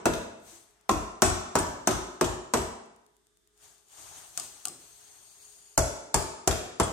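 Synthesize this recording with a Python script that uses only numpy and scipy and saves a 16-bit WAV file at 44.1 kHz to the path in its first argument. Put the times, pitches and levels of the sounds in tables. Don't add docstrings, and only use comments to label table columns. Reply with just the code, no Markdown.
import sys
import numpy as np
from scipy import signal
from scipy.fft import rfft, irfft, next_fast_len
from scipy.io import wavfile
from scipy.ndimage import uniform_filter1d

SR = 44100
rng = np.random.default_rng(int(sys.argv[2]) if len(sys.argv) > 2 else 0)


def natural_amplitude(level_db):
    exponent = np.asarray(level_db, float) / 20
    return 10 ** exponent


def master(y):
    cut = np.clip(np.atleast_2d(y).T, -1, 1)
    pcm = np.round(cut * 32767)
    wavfile.write(sys.argv[1], SR, pcm.astype(np.int16))


N = 305172
LEAD_S = 0.3
PORT_LAG = 14

# f/Hz, level/dB per Hz
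CRACK = [(900, -47), (1500, -9.5), (2200, -12.5), (3400, -18), (5000, -9.5), (6100, -0.5), (7300, -2),
         (8300, -2.5), (9800, -12.5), (11000, -17.5), (13500, -13), (15500, -31), (16900, -61)]


def read(points, hz):
    f, value = np.transpose(points)
    return np.interp(np.log(hz + 1), np.log(f + 1), value)


def evened(x):
    return x / np.sqrt(np.mean(x ** 2) + 1e-20)


def add(mix, s, sound):
    part = mix[:, round((s + LEAD_S) * SR):][:, :sound.shape[1]]
    part += sound[:, :part.shape[1]]


def coloured(x, points):
    gain = natural_amplitude(read(points, np.fft.rfftfreq(x.shape[-1], 1 / SR)))
    return irfft(rfft(x) * gain, x.shape[-1])


def resonance(x, hz, width):
    return signal.lfilter(*signal.iirpeak(hz, hz / max(width, 25), SR), x)


def first_blows(hits, tails):
    # crack/dB, loudest core f/Hz, solidness of landing/dB
    earlier_blow = [
        (-0.28, -9, -4.5, 600, -23),
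    ]
    blows = [
        (.056, -11.5, -7, 685, -9),
        (.893, -16, -5, 1079, 1.5),
        (1.22, -8, 3, 1080, -1),
        (1.554, -12.5, -3, 970, -4.5),
        (1.873, -13, 1.5, 1026, -2),
        (2.211, -14, -6.5, 1030, -3.5),
        (2.537, -14, -1.5, 940, -4.5),
    ]
    # f/Hz, level/dB, t60/s
    bench = [(42, -3, .3), (55.25, -4, 0.35), (66, -2, 0.27), (85.2, 0, 0.31), (109, -0.5, .25),
             (153.6, 2, 0.22)]
    # f/Hz, width/Hz, level/dB
    vise = [(272, 110, 14.5), (370, 73, 17), (623.6, 89, 14.5), (1110, 96, -11), (1636, 110, -39),
            (2470, 95, -17), (3306, 100, -12.5)]
    # f/Hz, level against the landing/dB, t60/s
    core = [(336, -12, .4), (639, -17.5, 0.4), (1395, -23, 0.067), (2540, -20.5, 0.2), (3356, -28.5, .25),
            (8150, -21, .2)]
    for k, row in enumerate(earlier_blow + blows):
        sound = blow(row, bench, vise, CRACK, core, boom_db=-5, swell_s=0.072, tail=tails[k % 6])
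        add(hits, row[0], sound)


def late_blows(hits, tails):
    # crack/dB, loudest core f/Hz, solidness of landing/dB
    blows = [
        (5.777, -17, 9.5, 602, 4.5),
        (6.143, -15, 5.5, 870, -2),
        (6.475, -14.5, 5, 700, -1),
        (6.799, -12.5, -4, 681, -8),
    ]
    # f/Hz, level/dB, t60/s
    bench = [(37.3, -9, 0.23), (50, -2.5, 0.31), (64.1, -5.5, 0.36), (86, -1, 0.34), (124, -6.5, 0.34),
             (177.9, -14, 0.28)]
    # f/Hz, width/Hz, level/dB
    vise = [(253, 190, -0.5), (379, 170, 17), (671, 240, 4), (810, 160, 3), (1110, 74, -45),
            (1651, 100, -31), (2520, 520, -49)]
    # f/Hz, level/dB per Hz
    crack = [(900, -51), (1600, -11), (2300, -40.5), (3100, -26.5), (4100, -8.5), (5300, -3), (7300, 4.5),
             (8600, -2.5), (10200, -3), (12600, -15), (15300, -12), (16900, -55)]
    # f/Hz, level against the landing/dB, t60/s
    core = [(607, -15.5, 0.47), (656, -13.5, .4), (1646, -15, 0.097), (3356, -35, 0.35), (7510, -20, 0.22),
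            (8126, -22, 0.14)]
    for k, row in enumerate(blows):
        sound = blow(row, bench, vise, crack, core, boom_db=-11, swell_s=0.0038, tail=tails[k + 2])
        add(hits, row[0], sound)


def blow(row, bench, vise, steel, core, boom_db, swell_s, tail):
    s, db, crack_db, core_hz, solid_db = row
    t = np.arange(SR // 2) / SR
    body = body_of(t, vise, core_hz, solid_db)
    crack = burst(t, 0.022, steel) + natural_amplitude(-7) * burst(t, 0.063, steel)
    sound = in_shop(natural_amplitude(crack_db) * crack, tail, wet_db=-8.5, blur_hz=220)
    sound += in_shop(0.74 * body, tail, wet_db=-4, blur_hz=51)
    swell = (1 - np.exp(-t / swell_s)) ** 2
    left, other = ring(bench, t, 2.5), ring(bench, t, 2.5)
    boom = swell * np.array([left, 0.4 * left + 0.4 * other])
    sound[:, :len(t)] += natural_amplitude(solid_db + boom_db + 8) * boom
    lets_go = 1 - np.exp(-t / 0.016)
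    free = sum(ping((s, *mode)) for mode in core) * lets_go
    sound[:, :len(t)] += natural_amplitude(solid_db) * free
    return natural_amplitude(db) * sound


def burst(t, t60, colour):
    a, b = rng.standard_normal((2, len(t)))
    puff = evened(coloured(np.array([a + 0.8 * b, a - 1.1 * b]), colour)) * natural_amplitude(-60 * t / t60)
    return np.array([puff[0], np.roll(puff[1], PORT_LAG)])


def body_of(t, vise, core_hz, solid_db):
    # f/Hz, level/dB
    jaws = [(450, 0), (800, -0.5), (1250, 1), (1500, 0), (2000, -3.5), (2600, -3)]
    # f/Hz, likeness (0-1)
    sides_alike = [(200, 0.86), (400, .8), (700, .45), (1400, 0.89), (3000, .1)]
    spectra = []
    for _ in "lr":
        vise_knock = knock(t, vise, 0.14)
        core_knock = natural_amplitude(solid_db) * knock(t, [(core_hz, core_hz * 0.28, 0)], 0.032)
        spectra.append(rfft(coloured(vise_knock + core_knock, jaws)))
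    left, other = spectra
    same = np.clip(read(sides_alike, np.fft.rfftfreq(len(t), 1 / SR)), 0, 1)
    right = same * left + np.sqrt(1 - same ** 2) * other
    fade = np.cos(np.pi / 2 * t / t[-1]) ** 2
    return irfft(np.array([left, right]), len(t)) * fade


def knock(t, peaks, t60):
    rattle = rng.standard_normal(len(t)) * natural_amplitude(-60 * t / t60)
    body = sum(natural_amplitude(db) * resonance(rattle, hz, width) for hz, width, db in peaks)
    return body / np.sqrt(np.sum(body ** 2) / 400)


def ring(modes, t, spread_db):
    hz, db, t60 = np.array(modes).T[:, :, None]
    chance = rng.standard_normal((len(hz), 3))
    turns = hz * (1 + 0.024 * chance[:, :1]) * t + chance[:, 2:]
    level_db = db + spread_db * chance[:, 1:2] - 60 * t / t60
    return (np.sin(2 * np.pi * turns) * natural_amplitude(level_db)).sum(0)


def ping(row):
    s, hz, db, t60 = row
    t = np.arange(SR // 2) / SR
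    onset = 1 - np.exp(-t / 0.006)
    return np.sin(2 * np.pi * hz * t) * natural_amplitude(db - 60 * t / t60) * onset * np.ones((2, 1))


def lone_tones(hits):
    # t/s, f/Hz, level/dB, t60/s
    pings = [(.9, 1079, -22.5, 0.21), (1.236, 7990, -16, 0.29), (1.236, 8006, -24, 0.34),
             (1.586, 8600, -14.5, 0.066), (2.24, 3356, -38, 0.16), (6.5, 3355, -43, .2),
             (6.82, 3359, -35.5, 0.2), (6.83, 8200, -15.5, 0.06), (.52, 340, -52, 0.3),
             (1.24, 2556, -24, .11), (.9, 299.3, -26, .4), (5.78, 651, -23, 0.37)]
    for row in pings:
        add(hits, row[0], ping(row))


def rebounds(hits, tails):
    # t/s, level/dB, knock against it/dB, left-right/dB
    taps = [(.135, -39.5, 1, 23), (.911, -28, -16.5, 2.5), (1.256, -32, -9, 15), (1.586, -29, -10.5, 8),
            (1.909, -30.5, -6, 9), (2.243, -30.5, -5.5, 16), (2.572, -32, -7.5, 3), (5.787, -22.5, -36, 6),
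            (6.51, -26.5, -6, 13), (6.832, -33.5, -14, 12), (1.241, -31, -8, 2), (1.25, -27.5, -8, 2.5),
            (1.262, -26.5, -5.5, 2)]
    for k, row in enumerate(taps):
        add(hits, row[0], in_shop(tap(row), tails[k % 6], wet_db=0, blur_hz=300))


def tap(row):
    s, db, knock_db, pan_db = row
    t = np.arange(SR // 10) / SR
    pan_db = np.clip(pan_db, -8, 8)
    body = knock(t, [(700, 230, 4.5), (1210, 470, 6.2), (2800, 1100, 1.7)], 0.039)
    touch = burst(t, 0.048, CRACK) + natural_amplitude(knock_db) * body
    return natural_amplitude(db) * touch * natural_amplitude([[pan_db / 2], [-pan_db / 2]])


def seating_taps(hits, tails):
    # knock/dB, bench thud/dB
    touches = [
        (4.3755, -19, -22.5, -36),
        (4.3985, -26, -21.5, -26.5),
        (4.6535, -19, -23.5, -40),
        (4.672, -30.5, -16.5, -17),
        (4.683, -27, -32, -25),
        (4.690, -46, -12, -28),
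    ]
    for k, row in enumerate(touches):
        add(hits, row[0], in_shop(seat(row), tails[k], wet_db=-9.5, blur_hz=150))


def seat(row):
    # f/Hz, level/dB per Hz
    tip = [(1180, -60.5), (2000, -44), (4710, -7), (5440, -10), (5940, -13), (6620, -2), (7170, -5),
           (8720, 2.5), (10200, -18), (15300, -16.5), (16900, -57)]
    s, db, knock_db, thud_db = row
    t = np.arange(SR // 5) / SR
    click = burst(t, 0.014, tip)
    body = natural_amplitude(knock_db) * knock(t, [(740, 78, 5), (1185, 67, 9), (2750, 490, -4.5)], 0.058)
    thud = natural_amplitude(thud_db) * knock(t, [(154, 67, 0), (302, 180, 0)], 0.75)
    return natural_amplitude(db) * (click * natural_amplitude([[2.5], [-2.5]]) + body + thud)


def shop_tail():
    # f/Hz, t60/s
    shop_t60 = [(50, 1), (130, 0.72), (350, 0.76), (920, 0.82), (2400, 0.76), (6400, 0.66), (14000, 0.43)]
    # t/s, level/dB
    echoes = [(.004, -5.5), (.009, -11.5), (0.018, -5.5), (.027, -27), (0.045, -12), (0.082, -8)]
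    # f/Hz, likeness (-1 to 1)
    likeness = [(60, 0.97), (180, 0.99), (550, 0.23), (1650, -0.16), (5000, -0.34), (15000, -.1)]
    taps = np.zeros((2, SR))
    at = np.arange(200, SR - 20, 20) + rng.integers(0, 20, (2, (SR - 201) // 20))
    np.put_along_axis(taps, at, rng.choice([-1., 1.], at.shape), 1)
    for s, db in echoes:
        taps[[0, 1], round(s * SR) + rng.integers(0, 60, 2)] += natural_amplitude(db + 16.5)
    hz, t, z = signal.stft(taps, SR, nperseg=512)
    same = np.clip(read(likeness, hz), -1, 1)[:, None]
    z = np.array([z[0], same * z[0] + np.sqrt(1 - same ** 2) * z[1]])
    dying = natural_amplitude(-60 * t / read(shop_t60, hz)[:, None])
    tail = signal.istft(z * dying, SR, nperseg=512)[1]
    return tail / np.linalg.norm(tail[0])


def in_shop(near, tail, wet_db, blur_hz):
    size = next_fast_len(near.shape[1] + tail.shape[1])
    power = abs(rfft(near[0], size)) ** 2
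    colour = np.sqrt(abs(uniform_filter1d(power, int(blur_hz * size / SR) + 1)))
    wet = natural_amplitude(wet_db) * irfft(rfft(tail, size) * colour, size)[:, :tail.shape[1]]
    wet[:, :near.shape[1]] += near
    return wet


def shuffle():
    # t/s, strongest tooth of the comb f/Hz, nearness to the bench (0-1)
    stance = [(.4, 6270, 0.4), (.85, 6130, .35), (3.55, 6750, .4), (4.2, 6550, .5), (4.4, 6140, 0.3),
              (5.0, 6400, 0.83), (5.76, 6820, 1.06)]
    # f/Hz, level/dB per Hz
    rub_colour = [(300, -45), (2000, -21.5), (3200, -6), (5000, -8), (6500, -0.5), (8600, -1),
                  (10000, -8.5), (12500, -10.5), (15000, -16.5), (16300, -23), (17000, -55.5)]
    # f/Hz, level/dB per Hz
    scuff_colour = [(35, -30), (60, -1), (82, 2.5), (246, -18), (415, 4), (497, -39), (617, 2), (2220, -7),
                    (4500, -15.5), (5850, -8.5), (9900, -120)]
    t, hz = np.arange(N // 128 + 5) * 128 / SR, np.fft.rfftfreq(512, 1 / SR)[:, None]
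    s, tooth_hz, near = np.transpose(stance)
    turn = 2 * np.pi * 3.25 * (hz / np.interp(t, s, tooth_hz) - 1)
    teeth = np.cos(turn) + 0.9 / 2 * np.cos(2 * turn)
    comb_db = 5 * np.interp(t, s, near) * teeth * np.exp(-(hz / 7500 - 1) ** 2 * 2)
    rub, scuff = natural_amplitude(read(rub_colour, hz) + comb_db), natural_amplitude(read(scuff_colour, hz))
    rub, scuff = rub / np.linalg.norm(rub, axis=0), scuff / np.linalg.norm(scuff)
    rubbing, scuffing = strokes(t)
    magnitude = np.sqrt(rubbing * rub ** 2 + scuffing * (scuff * natural_amplitude(5.5)) ** 2)
    rustle = hiss(magnitude, same=0.12, patchy_db=1.2)
    return natural_amplitude(1.5) * rustle * natural_amplitude([[2.2], [-2.2]])


def strokes(t):
    # start t/s, hold/s, rubbing/dB, share of low scuff/dB, fade/dB per s
    shuffles = [(0.414, 0.073, -52.5, -12.5, 101), (.6, .2, -84, 8, 20), (3.573, .01, -55, -12, 69),
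                (3.864, 0.15, -54, -15, 60), (3.92, 0.16, -51.5, -11, 56), (4.098, 0.023, -50.5, -12, 45),
                (4.327, .01, -44.5, -17, 200), (4.367, 0.009, -45, -16, 104), (4.457, 0.22, -55, -13, 150),
                (4.75, 0.33, -55, -15, 13), (5.227, .03, -60.5, -27, 39), (5.36, 0.017, -54.5, -20.5, 18)]
    rise_s, from_db = 0.065, -16
    s, hold, db, low_db, fade = np.array(shuffles).T[:, :, None]
    since = t - s - rise_s
    swell_db = -from_db * np.minimum(since, 0) / rise_s
    fade_db = abs(fade) * np.maximum(since - hold, 0)
    power = natural_amplitude(2 * (db + swell_db - fade_db)) * (t < 5.762)
    return power.sum(0), (power * natural_amplitude(2 * low_db)).sum(0)


def hiss(magnitude, same, patchy_db):
    a, b, c, d, patches = rng.standard_normal((N // 128 + 5, 257, 5)).T
    patches = evened(uniform_filter1d(uniform_filter1d(patches, 8, 0), 12, 1))
    left, other = a + 1j * b, c + 1j * d
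    z = np.array([left, same * left + np.sqrt(1 - same ** 2) * other])
    z = z * magnitude * natural_amplitude(patchy_db * patches)
    return signal.istft(z, nperseg=512, noverlap=384)[1][:, :N]


def camera_ticks():
    first_s, every_s = 0.4015, 0.10243
    out, t = np.zeros((2, N + SR)), np.arange(200) / SR
    click = burst(t, 0.005, [(3500, -30), (5500, 0), (8000, 2), (16000, -10)])
    for s in np.arange(first_s - 3 * every_s, N / SR, every_s):
        add(out, s - LEAD_S, natural_amplitude(-52 + 1.2 * rng.standard_normal()) * click)
    return out[:, :N]


def quiet():
    # f/Hz, level/dB per Hz
    floor = [(15, -46), (25, 2.5), (80, -5.5), (277, -7.5), (416, 1.5), (516, -23), (1650, -11),
             (2480, -20), (3520, -12), (4250, -17), (8360, -13), (14000, -25.5), (16000, -34)]
    # f/Hz, level/dB
    hums = [(54, -80), (420, -77), (646, -93), (1179, -94), (1244, -93), (3558, -90), (8382, -86)]
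    air = evened(coloured(rng.standard_normal((2, N)) + 0.3 * rng.standard_normal(N), floor))
    t = np.arange(N) / SR
    waver = 1 + 0.35 * evened(uniform_filter1d(rng.standard_normal((len(hums), N)), 4000))
    hz, db = np.array(hums).T[:, :, None]
    humming = (natural_amplitude(db + 1) * waver * np.sin(2 * np.pi * hz * t)).sum(0)
    return natural_amplitude(-75.5 + 2.5) * air + humming


def scene():
    # f/Hz, left-right/dB
    lean = [(40, 3), (80, 0), (150, 1), (380, 2), (800, -.4), (1500, 1), (3000, .3), (6000, 1.8),
            (10000, 3), (14000, 0)]
    hits = np.zeros((2, N + round(LEAD_S * SR)))
    tails = [shop_tail() for _ in range(6)]
    first_blows(hits, tails)
    late_blows(hits, tails)
    rebounds(hits, tails)
    seating_taps(hits, tails)
    lone_tones(hits)
    left = coloured(hits[0, -N:], [(hz, db / 2) for hz, db in lean])
    right = coloured(hits[1, -N - 2:-2], [(hz, -db / 2) for hz, db in lean])
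    return np.array([left, right]) + shuffle() + quiet() + camera_ticks()


def starved(x, under_db, from_hz, thin_db, wander_db):
    hz, t, z = signal.stft(x, SR, nperseg=1024)
    power = (abs(z) ** 2).mean(0)
    bands = power[:512].reshape(64, 8, -1).sum(1)
    whim = rng.standard_normal(bands.shape)
    whim = evened(uniform_filter1d(uniform_filter1d(whim, size=12), size=2, axis=0))
    weak = bands < bands[7:].sum(0) * natural_amplitude(2 * (wander_db * whim - thin_db))
    band_hz = hz[:512:8, None]
    keep = (bands > power.sum(0) * natural_amplitude(-2 * under_db)) | (band_hz < from_hz)
    keep &= ~weak | (band_hz < 2400)
    z[:, :512] *= np.repeat(keep, 8, 0)
    return signal.istft(z, SR, nperseg=1024)[1][:, :N]


def low_pass(x):
    return signal.sosfilt(signal.butter(12, 17040, fs=SR, output="sos"), x)


def record(dry):
    power_db = 10 * np.log10(abs(uniform_filter1d((dry ** 2).mean(0), 300)) + 1e-12)
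    fall = np.arange(N) * 24 / SR
    peak_db = np.maximum.accumulate(power_db + fall) - fall
    over_db = np.maximum(peak_db + 18, 0)
    limited = dry / natural_amplitude(0.35 * uniform_filter1d(over_db, 150))
    held = 0.35 * np.tanh(limited / 0.35)
    edged = signal.oaconvolve(held, signal.firwin(255, 16700, fs=SR)[None], "same")
    edged = signal.sosfilt(signal.butter(N=2, Wn=42, btype="high", fs=SR, output="sos"), edged)
    mix = starved(edged, under_db=45, from_hz=9400, thin_db=30, wander_db=5.2)
    return low_pass(mix)


dry = scene()
out = record(dry)
master(out)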